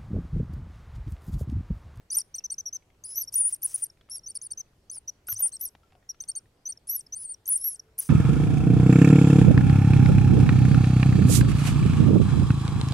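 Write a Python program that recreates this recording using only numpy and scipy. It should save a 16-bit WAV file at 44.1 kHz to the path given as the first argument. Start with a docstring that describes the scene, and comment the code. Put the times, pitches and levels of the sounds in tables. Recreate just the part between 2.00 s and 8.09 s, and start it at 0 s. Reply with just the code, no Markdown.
"""A small antler whistle, blown in short puffs a few metres from the microphone in a quiet snowy forest.
The air jet through its holes sings one clean line that jumps between three jet stages as the pressure
changes: near-sines with octave partners. Filtered noise makes the hiss of the jet, sparse echoes the
faint tail from the trunks, short cracks and rings the wet snow and drips. A faint tone sets in late, and
shaped noise gives the distant rumble, the air and the microphone's own hiss."""
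import sys
import numpy as np
from scipy import signal
from scipy.fft import rfft, irfft
from scipy.io import wavfile
from scipy.ndimage import uniform_filter1d

SR = 44100
rng = np.random.default_rng(int(sys.argv[2]) if len(sys.argv) > 2 else 0)


def elevation(decibels):
    """Turn decibel levels (scalar or array-like) into linear amplitude ratios."""
    levels = np.asarray(decibels, float)
    return 10 ** (levels / 20)


def dump_mix(stems):
    """Bounce the given channels to the path in sys.argv[1] as a 16-bit WAV at rate SR."""
    frames = np.atleast_2d(stems).T  # one column per channel
    limited = np.clip(frames, -1, 1)  # hard clip at full scale
    pcm = np.round(limited * 32767).astype(np.int16)
    wavfile.write(sys.argv[1], SR, pcm)


N = 268569
TOP_HZ = 15900  # upper band limit


def evened(x):
    """Scales to rms 1."""
    return x / np.sqrt(np.mean(x ** 2) + 1e-20)


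def read(points, hz):
    """Reads a spectrum table on a log frequency axis."""
    f, value = np.transpose(points)
    return np.interp(np.log(hz + 1), np.log(f + 1), value)


def add(mix, s, sound):
    """Mixes a sound in at s seconds."""
    part = mix[..., round(s * SR):][..., :sound.shape[-1]]
    part += sound[..., :part.shape[-1]]


def slow(count, hz):
    """Random drift of rms 1 up to hz."""
    return evened(signal.lfilter(*signal.butter(2, hz, fs=SR), rng.standard_normal(count)))


def resonate(x, hz, width_hz):
    """A fixed resonance of gain 1."""
    return signal.lfilter(*signal.iirpeak(hz, hz / width_hz, SR), x)


def faded(t, rise, fall):
    """Soft start and end, in seconds, over the times t."""
    nearest_end = np.minimum((t - t[0]) / rise, (t[-1] - t) / fall)
    return np.sin(np.pi / 2 * np.clip(nearest_end, 0, 1)) ** 2


def rounded(curve, size):
    """Rounds the corners of a curve over size samples and keeps its ends."""
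    padded = np.pad(curve, size, "reflect", reflect_type="odd")
    return uniform_filter1d(padded, size)[size:-size]


def forest():
    """Distant rumble and air, with the microphone's own hiss on top: stereo noise, faintly patchy."""
    # background spectrum before levelling: (frequency [Hz], relative density [dB per Hz])
    floor = [(12, -46.5), (20, -6), (81, -2.5), (210, -14.5), (270, -15), (377, -14), (923, -22),
             (1030, -23.5), (4060, -32), (4540, -31), (13900, -42), (16000, -48)]
    # likeness of the left and right noise: (frequency [Hz], correlation [-1 to 1])
    likeness = [(60, 0.99), (240, 1), (950, 0.45), (3770, 0.091), (15000, 0.99)]
    floor_db = -64.5  # rms of the whole background
    frames, hz = N // 256 + 5, np.fft.rfftfreq(1024, 1 / SR)
    a, b, c, d, patches = rng.standard_normal((frames, 513, 5)).T
    patches = evened(uniform_filter1d(uniform_filter1d(patches, 14, 0), 12, 1))
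    same = np.clip(read(likeness, hz), -1, 1)[:, None]
    left = a + 1j * b
    right = same * left + np.sqrt(1 - same ** 2) * (c + 1j * d)
    patch_db = 1.8 * np.clip(hz / 900, 0, 1)[:, None] * patches  # the lowest rumble stays even
    z = np.array([left, right]) * elevation(read(floor, hz)[:, None] + patch_db)
    noise = signal.istft(z, nperseg=1024, noverlap=768)[1][:, :N]
    return elevation(floor_db) * evened(noise)


def hum():
    """A soft sine that sets in and then wavers a little in level."""
    # faint tone: (onset [s], level before a 4 dB lift [dB], frequency [Hz])
    tone = [(5.77, -73, 441)]
    (s, db, hz), = tone
    t = np.arange(N) / SR
    level = elevation(db + 4.0 + 2.0 * slow(N, 10))
    return level * np.clip((t - s) / 0.019, 0, 1) * np.sin(2 * np.pi * hz * t)


def ticks():
    """Snow and drips landing nearby: each a short noise crack and a decaying ring; faint ones at random."""
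    # landings: (time [s], ring level before panning [dB], ring frequency [Hz], fall by 60 dB [s])
    landings = [(0.189, -53, 980, 0.038), (0.406, -56, 2700, 0.038), (1.973, -61, 2420, 0.015),
                (2.011, -51, 3350, .015), (2.089, -56, 1290, .025), (2.969, -53.5, 874, 0.027),
                (3.286, -38.5, 1454, 0.064), (3.324, -40.5, 1225, 0.011), (3.404, -46, 640, 0.032),
                (3.439, -51, 3530, .015), (3.459, -43.5, 866, 0.0098), (3.751, -47, 800, 0.017),
                (3.833, -61.5, 1350, 0.12), (3.922, -58, 763, 0.063), (3.952, -55.5, 723, 0.063),
                (4.027, -62.5, 1880, 0.024), (4.145, -57.5, 1350, 0.024), (4.238, -56.5, 3680, 0.014),
                (5.644, -49.5, 1878, 0.0076)]
    # a clump of snow on something hollow: (time [s], peak level [dB], frequency [Hz], fall by 60 dB [s])
    thump = [(3.326, -42, 102, .22)]
    out, t = np.zeros((2, N)), np.arange(SR // 4) / SR
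    # 40 faint landings, same columns
    faint = rng.random((40, 4)) * [N / SR, 8, 2500, .015] + [0, -70, 700, .015]
    for s, db, hz, t60 in list(landings) + list(faint):
        pan_db = 2.3 + 2.9 * rng.standard_normal()  # mostly left of centre
        dull_noise = signal.lfilter(*signal.butter(3, 3600, fs=SR), rng.standard_normal(len(t)))
        crack = dull_noise * elevation(-60 * t / .025)
        ring = np.sin(2 * np.pi * hz * t) * elevation(-60 * t / t60)
        sides = elevation(db + np.array([[pan_db], [-pan_db]]) / 2)
        add(out, s, sides * (ring + 1.65 * crack))
    for s, db, hz, t60 in thump:
        add(out, s, elevation(db - 60 * t / t60) * np.sin(2 * np.pi * hz * t))
    return out


def trees(x, t60=0.28, gap=0.0016):
    """Sparse echoes from trunks after gap seconds, one in every 20 samples, other for each side."""
    at = np.arange(round(gap * SR), SR // 2, 20)
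    taps = np.zeros((2, SR // 2 + 20))
    spots = at + rng.integers(0, 20, (2, len(at)))
    echoes = rng.choice([-1., 1.], spots.shape) * elevation(-60 * at / SR / t60)
    np.put_along_axis(taps, spots, echoes, 1)
    return signal.fftconvolve(x[None], taps / np.linalg.norm(taps[0]), axes=1)[:, :N]


def jet_hiss(lines, calm):
    """Turbulence through the chamber modes; the overblown mode roars while no line holds the jet."""
    # pushes of air: (start [s], length [s], relative peak level [dB], place of the peak [0-1])
    pushes = [(0.113, 0.1, -37.5, 0.62), (0.352, 0.043, -47, 0.03), (0.503, 0.044, -48.5, 0.66),
              (.743, 0.012, -45.5, 0.5), (1.053, 0.13, -50, 0.44), (1.149, 0.098, -45, 0.6),
              (1.325, .11, -40, 0.38), (1.443, 0.12, -42.5, 0.49), (1.619, 0.077, -41, 0.5),
              (1.671, 0.084, -43, .5), (1.733, 0.13, -42, 0.38), (2.102, 0.072, -47, 0.95),
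              (2.288, .035, -54, 0.4), (2.348, 0.017, -45, 0.4), (2.421, 0.045, -53, 0),
              (2.507, 0.017, -47, 0.35), (2.592, 0.013, -48, 0.45), (2.911, 0.073, -50, .6),
              (3.27, 0.077, -41, 1), (3.366, 0.13, -40.5, 0.56), (3.52, 0.057, -57, 0.1),
              (3.595, 0.091, -45.5, 0.4), (4.203, 0.05, -53.5, .2), (4.283, 0.025, -47, 0.16),
              (4.36, 0.021, -51, 0), (4.671, 0.06, -52, 0.4), (4.873, 0.14, -45, 0.31),
              (5.161, 0.092, -50.5, 0.84), (5.457, 0.14, -41, 0.55), (5.605, 0.16, -46.5, 0.46),
              (5.981, 0.13, -38.5, 0.34)]
    # broad hiss: (frequency [Hz], gain [dB])
    hiss = [(500, -17), (2500, -12.5), (4300, -11.5), (7600, -3), (10500, -5), (12300, -4.5),
            (13500, -14.5)]
    # chamber modes, each resonance passed twice: (frequency [Hz], width of one pass [Hz], mean gain [dB])
    chamber = [(4910, 130, -5), (6100, 1800, -4), (8400, 1600, -3), (11010, 3100, -8.5)]
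    # noisy mode heard when no line locks: (frequency [Hz], width of one pass [Hz], mean gain [dB])
    overblown_mode = (9500, 1000, 10)
    start_db, end_db = -10, -10.5  # ends of a push against its peak
    blow = np.zeros(N)
    for start, length, db, place in pushes:
        s = start + length * np.array([0, np.clip(place, .01, .99), 1])
        level_db = db + np.array([start_db * min(2 * place, 1), 0, end_db])
        t = np.arange(s[0] - .004, s[-1] + .012, 1 / SR)
        add(blow, t[0], elevation(np.interp(t, s, level_db)) * faded(t, .004, .012))
    noise = rng.standard_normal(N) * elevation(1.96 * slow(N, 130))  # eddies make the hiss rasp
    wide = irfft(rfft(noise) * elevation(read(hiss, np.fft.rfftfreq(N, 1 / SR))), N)
    modes = np.zeros(N)
    for hz, width_hz, db in chamber:
        modes += elevation(db + 4.1 * slow(N, 50)) * resonate(resonate(noise, hz, width_hz), hz, width_hz)
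    # bright hiss around 15 kHz, heard where the push outweighs the lines of the lower two stages
    outweighs = blow ** 2 / (blow ** 2 + elevation(-11) * uniform_filter1d(calm ** 2, 600) + 1e-12)
    bright = outweighs * blow * elevation(36) * resonate(noise, 15000, 3000)
    hz, width_hz, db = overblown_mode
    # near 1 where the push outweighs every line
    free = blow ** 2 / (blow ** 2 + elevation(-6.5) * uniform_filter1d(lines ** 2, 200) + 1e-12)
    roar = free * elevation(db + 1.2 * slow(N, 70)) * resonate(resonate(noise, hz, width_hz), hz, width_hz)
    return elevation(-1.0) * blow * (wide + modes + roar + bright)


def arch(place, rise_bend, fall_bend, count=13):
    """Places 0-1 along an event and heights: 1 at the top, 0 at the ends; a top near an end is that end."""
    x = np.linspace(0, 1, count)
    place = place if .15 < place < .7 else round(place)
    rise = (abs(place - x) / (place + 1e-9)) ** rise_bend
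    fall = (abs(x - place) / (1 - place + 1e-9)) ** fall_bend
    return x, 1 - np.where(x < place, rise, fall)


def held_stages():
    """Every held jet stage as (stage 1-3, octave partner dB, rows of s, Hz, dB); pressure bends the pitch."""
    # lowest stage, one pitch arch each:
    # (start [s], length [s], relative level [dB], top pitch [Hz], place of the top [0-1])
    peeps = [(.103, 0.0083, -33.5, 6120, 1), (.214, 0.0043, -30.5, 5840, 0),
             (0.343, 0.012, -33.5, 6100, 0.9), (0.383, 0.011, -30.5, 5850, 0),
             (0.44, 0.023, -34.5, 6170, .48), (0.501, 0.009, -32.5, 6040, 1),
             (.541, 0.0022, -30, 5850, 0.4), (0.582, .026, -34, 6290, 0.59),
             (0.657, 0.035, -31.5, 5866, 0.27), (0.728, 0.039, -35, 6290, 0.37),
             (1.039, 0.0019, -31, 6650, 1), (1.245, 0.0057, -46.5, 5860, 0.6),
             (1.275, 0.019, -32.5, 5670, 0.5), (1.901, 0.0017, -37, 5690, 0),
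             (2.192, 0.004, -41.5, 5800, 0.14), (2.234, 0.023, -46.5, 5640, .3),
             (2.261, 0.019, -39.5, 6130, 1), (2.314, 0.0047, -40, 5750, 0), (2.387, 0.0032, -48, 5740, 0.2),
             (2.416, 0.0058, -34.5, 6440, 1), (2.506, 0.0074, -46.5, 6230, 0.8),
             (2.533, 0.003, -33.5, 5830, 0), (2.575, 0.0367, -36, 6320, 0.52),
             (2.899, 0.0082, -34.5, 6330, 0.95), (3.077, 0.023, -34, 6060, 0.6),
             (3.354, .004, -35.5, 5710, 0), (3.362, 0.016, -37, 6190, 1), (3.52, 0.0083, -47.5, 6340, 0.7),
             (3.565, 0.0044, -34, 5750, 0), (3.688, 0.0039, -46, 5940, 0.05),
             (4.091, 0.025, -32.5, 5846, 0.23), (4.204, 0.011, -34, 6250, 0.95),
             (4.238, 0.0022, -37.5, 5960, 0.14), (4.279, .006, -43, 6560, 0.65),
             (4.315, 0.0036, -33, 5730, 0), (4.353, 0.0068, -33, 6460, 0.9),
             (4.388, 0.0035, -43, 5870, 0.08), (4.655, 0.027, -35, 6190, 0.93),
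             (4.722, 0.0079, -37, 5940, 0), (4.774, 0.0023, -37, 5680, 0.3),
             (5.008, 0.0038, -41, 5930, 0.34), (5.065, 0.0049, -39, 5430, 0.2),
             (5.124, 0.024, -35, 6210, 1), (5.342, 0.0062, -40.5, 5860, 0.24),
             (5.458, 0.0037, -33.5, 6540, 1), (5.76, 0.0024, -46.5, 5940, 0.1),
             (5.796, 0.0047, -31.5, 5870, 0)]
    # middle stage, one arch from and to its edge, same columns as the peeps
    sweeps = [(0.186, 0.024, -27, 11260, 0), (0.358, 0.019, -34, 8825, 0), (0.511, 0.025, -29.5, 8900, 0.6),
              (1.325, 0.032, -35.5, 12570, 1), (1.545, 0.021, -45.5, 11700, 0),
              (1.621, 0.02, -31.5, 12500, 1), (1.841, 0.029, -40, 11960, 0),
              (2.284, 0.026, -36.5, 9290, .4), (2.353, 0.024, -27.5, 10730, 0.36),
              (2.422, 0.052, -34.5, 10600, 0.41), (2.513, 0.014, -30.5, 9130, 0),
              (2.911, 0.08, -35, 10670, 0.47), (3.379, 0.04, -35, 13700, 1), (3.48, 0.015, -36.5, 11330, 0),
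              (3.527, .033, -26.5, 8640, 0.35), (4.22, 0.015, -41.5, 8930, 0.05),
              (4.285, 0.025, -28.5, 9000, 0.47), (4.36, 0.028, -31.5, 9050, 0.23),
              (4.687, 0.029, -32.5, 9006, 0.47), (5.466, 0.028, -32.5, 13000, 0.95),
              (5.982, .014, -30, 12700, 0.7)]
    # middle stage, long wandering blows, a list each: (time [s], pitch [Hz], relative level [dB])
    wails = [
        [(.115, 8980, -28), (.132, 10120, -22), (.142, 10300, -34), (.146, 11850, -40), (.158, 11850, -31),
         (.167, 12700, -49)],
        [(1.042, 8500, -39.5), (1.055, 10180, -30.5), (1.072, 9800, -38.5), (1.1, 10200, -36),
         (1.14, 10370, -34), (1.153, 11000, -45.5), (1.166, 11920, -37), (1.18, 12030, -27),
         (1.202, 12250, -35), (1.224, 11380, -34.5), (1.234, 9670, -31.5), (1.243, 8700, -36)],
        [(2.098, 8800, -36.5), (2.106, 10240, -36.5), (2.116, 11030, -34.5), (2.14, 11040, -36.5),
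         (2.16, 11140, -33), (2.186, 8670, -37.5)],
        [(3.271, 8500, -37), (3.276, 10200, -33), (3.288, 11770, -39.5), (3.3, 12350, -29.5),
         (3.314, 12260, -32), (3.327, 11600, -31.5), (3.341, 9400, -33), (3.352, 8270, -34)],
        [(3.6, 9250, -45), (3.606, 10470, -37.5), (3.612, 11360, -33.5), (3.622, 12040, -35),
         (3.648, 12460, -36.5), (3.657, 11200, -34), (3.664, 11040, -31), (3.676, 9080, -36.5),
         (3.686, 8140, -34.5)],
        [(4.873, 8960, -34.5), (4.879, 10100, -36), (4.897, 11370, -30.5), (4.91, 11420, -35.5),
         (4.916, 11950, -32), (4.951, 12180, -31), (4.968, 11030, -30.5), (4.985, 9960, -35.5),
         (5.006, 8220, -32.5)],
        [(5.152, 8360, -28), (5.17, 8920, -32.5), (5.194, 9950, -35.5), (5.221, 10160, -34), (5.257, 8900, -33),
         (5.28, 8300, -31), (5.301, 9110, -35.5), (5.321, 8970, -32), (5.339, 8220, -33)],
        [(5.575, 11800, -39.5), (5.581, 10600, -30), (5.594, 9860, -40), (5.614, 10750, -29),
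         (5.635, 10800, -31.5), (5.648, 11650, -31), (5.673, 11570, -31.5), (5.73, 10610, -32),
         (5.757, 8110, -37.5)],
    ]
    # top stage, hardest blowing, a list each: (time [s], pitch [Hz], mean level [dB])
    screams = [
        [(.169, 9170, -17.5), (.186, 8900, -24.5)],
        [(1.356, 9500, -16.5), (1.375, 9600, -25.5), (1.385, 9550, -23.5), (1.396, 9960, -23),
         (1.412, 9600, -19.5), (1.43, 9030, -26), (1.446, 9200, -27), (1.452, 9480, -21.5), (1.478, 9600, -24),
         (1.486, 10100, -27), (1.498, 10060, -33.5)],
        [(1.525, 10000, -24), (1.53, 9380, -26.5), (1.545, 8530, -29)],
        [(1.644, 9130, -25), (1.654, 10120, -24.5), (1.664, 10170, -21.5)],
        [(1.743, 9560, -21), (1.752, 9740, -28.5), (1.762, 10240, -23)],
        [(1.822, 9670, -28.5), (1.843, 8570, -22)],
        [(3.423, 9360, -20), (3.465, 9280, -24.5), (3.476, 8500, -25.5)],
        [(5.495, 9620, -26.5), (5.519, 9960, -22), (5.537, 9960, -21.5), (5.55, 9300, -29), (5.562, 8950, -20),
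         (5.574, 8400, -32)],
        [(5.997, 9760, -21), (6.006, 10260, -26)],
    ]
    # undertone of high middle-stage blows over the series: (time [s], relative level [dB])
    high_under = [(.1, 12), (1.05, 8.5), (1.35, 6.5), (1.7, 1), (2.1, 6), (2.35, 9.5), (2.45, 4),
                  (2.95, 6.5), (3.3, 1), (3.65, -1.5), (4.9, -1), (5.2, -2), (5.6, -4.5), (6, 2)]
    peep_sag, peep_bend, peep_octave_db = .065, 1.7, -25  # sag: share of pitch lost at the far end
    low_blow_hz, low_sag, low_under_db = 9500, 0.045, 11  # blows that stay low keep a firm undertone
    edge_hz, rise_bend, fall_bend = 8500, 2, 1.3
    climb_bend = 1.67  # a climb into the top stage is straighter
    scream_under_db = -33
    held, middle = [], [np.transpose(rows) for rows in wails]
    for s, length, db, top_hz, place in peeps:
        x, high = arch(place, peep_bend, peep_bend)
        hz = top_hz * (1 - peep_sag * (1 - high))
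        held.append((1, peep_octave_db, np.transpose([s + length * x, hz, db + 0 * x])))
    for s, length, db, top_hz, place in sweeps:
        x, high = arch(place, climb_bend if place >= .7 else rise_bend, fall_bend)
        end_hz = edge_hz if top_hz > low_blow_hz else (1 - low_sag) * top_hz
        middle.append((s + length * x, end_hz + (top_hz - end_hz) * high, db + 0 * x))
    for s, hz, db in middle:
        stays_low = hz.max() < low_blow_hz
        under_db = low_under_db if stays_low else np.interp(s[0], *np.transpose(high_under))
        held.append((2, under_db, np.transpose([s, hz, db])))
    return held + [(3, scream_under_db, rows) for rows in screams]


def squeak(stage, partner_db, rows, wobble, flutter, rasp):
    """One jet stage: a near-sine and octave partner, upper ones with a weak third line; the jet wavers."""
    # the lower two stages are louder at some pitches and fainter at others: (pitch [Hz], gain [dB])
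    speaks = [(4900, -14.5), (5300, -11), (5650, -5.5), (5900, 1.5), (6150, 2.5), (6300, -6), (6480, -8.5),
              (8100, 1.5), (8500, -17), (8900, 0.5), (9300, -7), (9700, -8), (10000, -5), (10250, -3.5),
              (10550, -10.5), (10800, -4.5), (11050, -5), (11350, 6.5), (11750, 3.5), (12200, 0),
              (12800, 10), (13700, 2.5)]
    # the line an octave below is stronger at some pitches: (frequency of that line [Hz], gain [dB])
    undertone = [(4100, -43), (4550, -24), (5100, -29.5), (5700, -4), (6200, -12), (6600, -28.5)]
    # blows that pass the first pitch keep their undertone above the second, near the lowest chamber mode
    strong_blow_hz, held_under_hz = 10700, 4720
    s, hz, level_db = np.transpose(rows)
    upper = stage > 1
    dying = not upper and hz[-1] < hz[-2]  # the lowest stage sags in pitch as the air runs out
    rise, fall = .0024, .006 if dying else .0024
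    t = np.arange(s[0] - rise, s[-1] + fall, 1 / SR)
    hz = rounded(np.interp(t, s, hz), size=min(len(t) // 4, 170))
    speaks_db = read(speaks, hz) * (stage < 3)
    hz = hz * (1 - dying * 0.16 * np.clip((t - s[-1]) / fall, 0, 1) ** 1.27)
    at = slice(round(t[0] * SR), round(t[0] * SR) + len(t))
    phase = 2 * np.pi * np.cumsum(hz * (1 + 0.0049 * wobble[at])) / SR
    main_line = elevation(speaks_db) * np.sin(phase)
    if upper:
        # a weak undertone locks only in part and breaks up
        lock = np.clip(.5 + partner_db / 40, .45, .8)
        under_hz = np.maximum(hz / 2, held_under_hz * (hz.max() > strong_blow_hz))
        under_phase = 2 * np.pi * np.cumsum(under_hz * (1 + .006 * wobble[at])) / SR
        under = (lock + (1 - lock) * rasp[at]) * np.sin(under_phase)
        undertone_db = read(undertone, np.fft.rfftfreq(len(t), 1 / SR))
        under = irfft(rfft(under) * elevation(partner_db + undertone_db), len(t))
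        third = elevation(-43 + .6 * min(partner_db, 4)) * (3 * hz / 2 < TOP_HZ)
        lines = main_line + under + third * np.sin(3 * phase / 2)
    else:
        lines = main_line + elevation(partner_db) * np.sin(2 * phase)
    level = elevation(np.interp(t, s, level_db) + flutter[at]) * faded(t, 2 * rise, fall + rise)
    return t[0], np.sqrt(2) * level * lines


def scene():
    """Whistle slightly left, more so around 7.5 kHz; its echo, the falling snow, the tone and the forest."""
    calm, overblown = np.zeros((2, N))
    chance = [slow(N + SR, hz) for hz in (400, 120, 190)]  # wobble, flutter, rasp
    for stage, partner_db, rows in held_stages():
        add(overblown if stage == 3 else calm, *squeak(stage, partner_db, rows, *chance))
    lines = calm + overblown
    whistle = lines + jet_hiss(lines, calm)
    side = 0.055 * whistle + 0.14 * resonate(whistle, 7500, 2500)
    direct = np.array([whistle + side, whistle - side])
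    return direct + elevation(-31.5) * trees(whistle) + ticks() + hum() + forest()


def top_cut(x):
    """Nothing passes above the cut-off."""
    return signal.sosfilt(signal.butter(12, 17000, fs=SR, output="sos"), x)


def record(dry):
    """Limits the band at TOP_HZ with a steep linear-phase low-pass."""
    edge = signal.firwin(255, TOP_HZ, window=("kaiser", 8), fs=SR)
    mix = signal.oaconvolve(dry, edge[None], "same")
    return top_cut(mix)


dry = scene()
out = record(dry)
dump_mix(out)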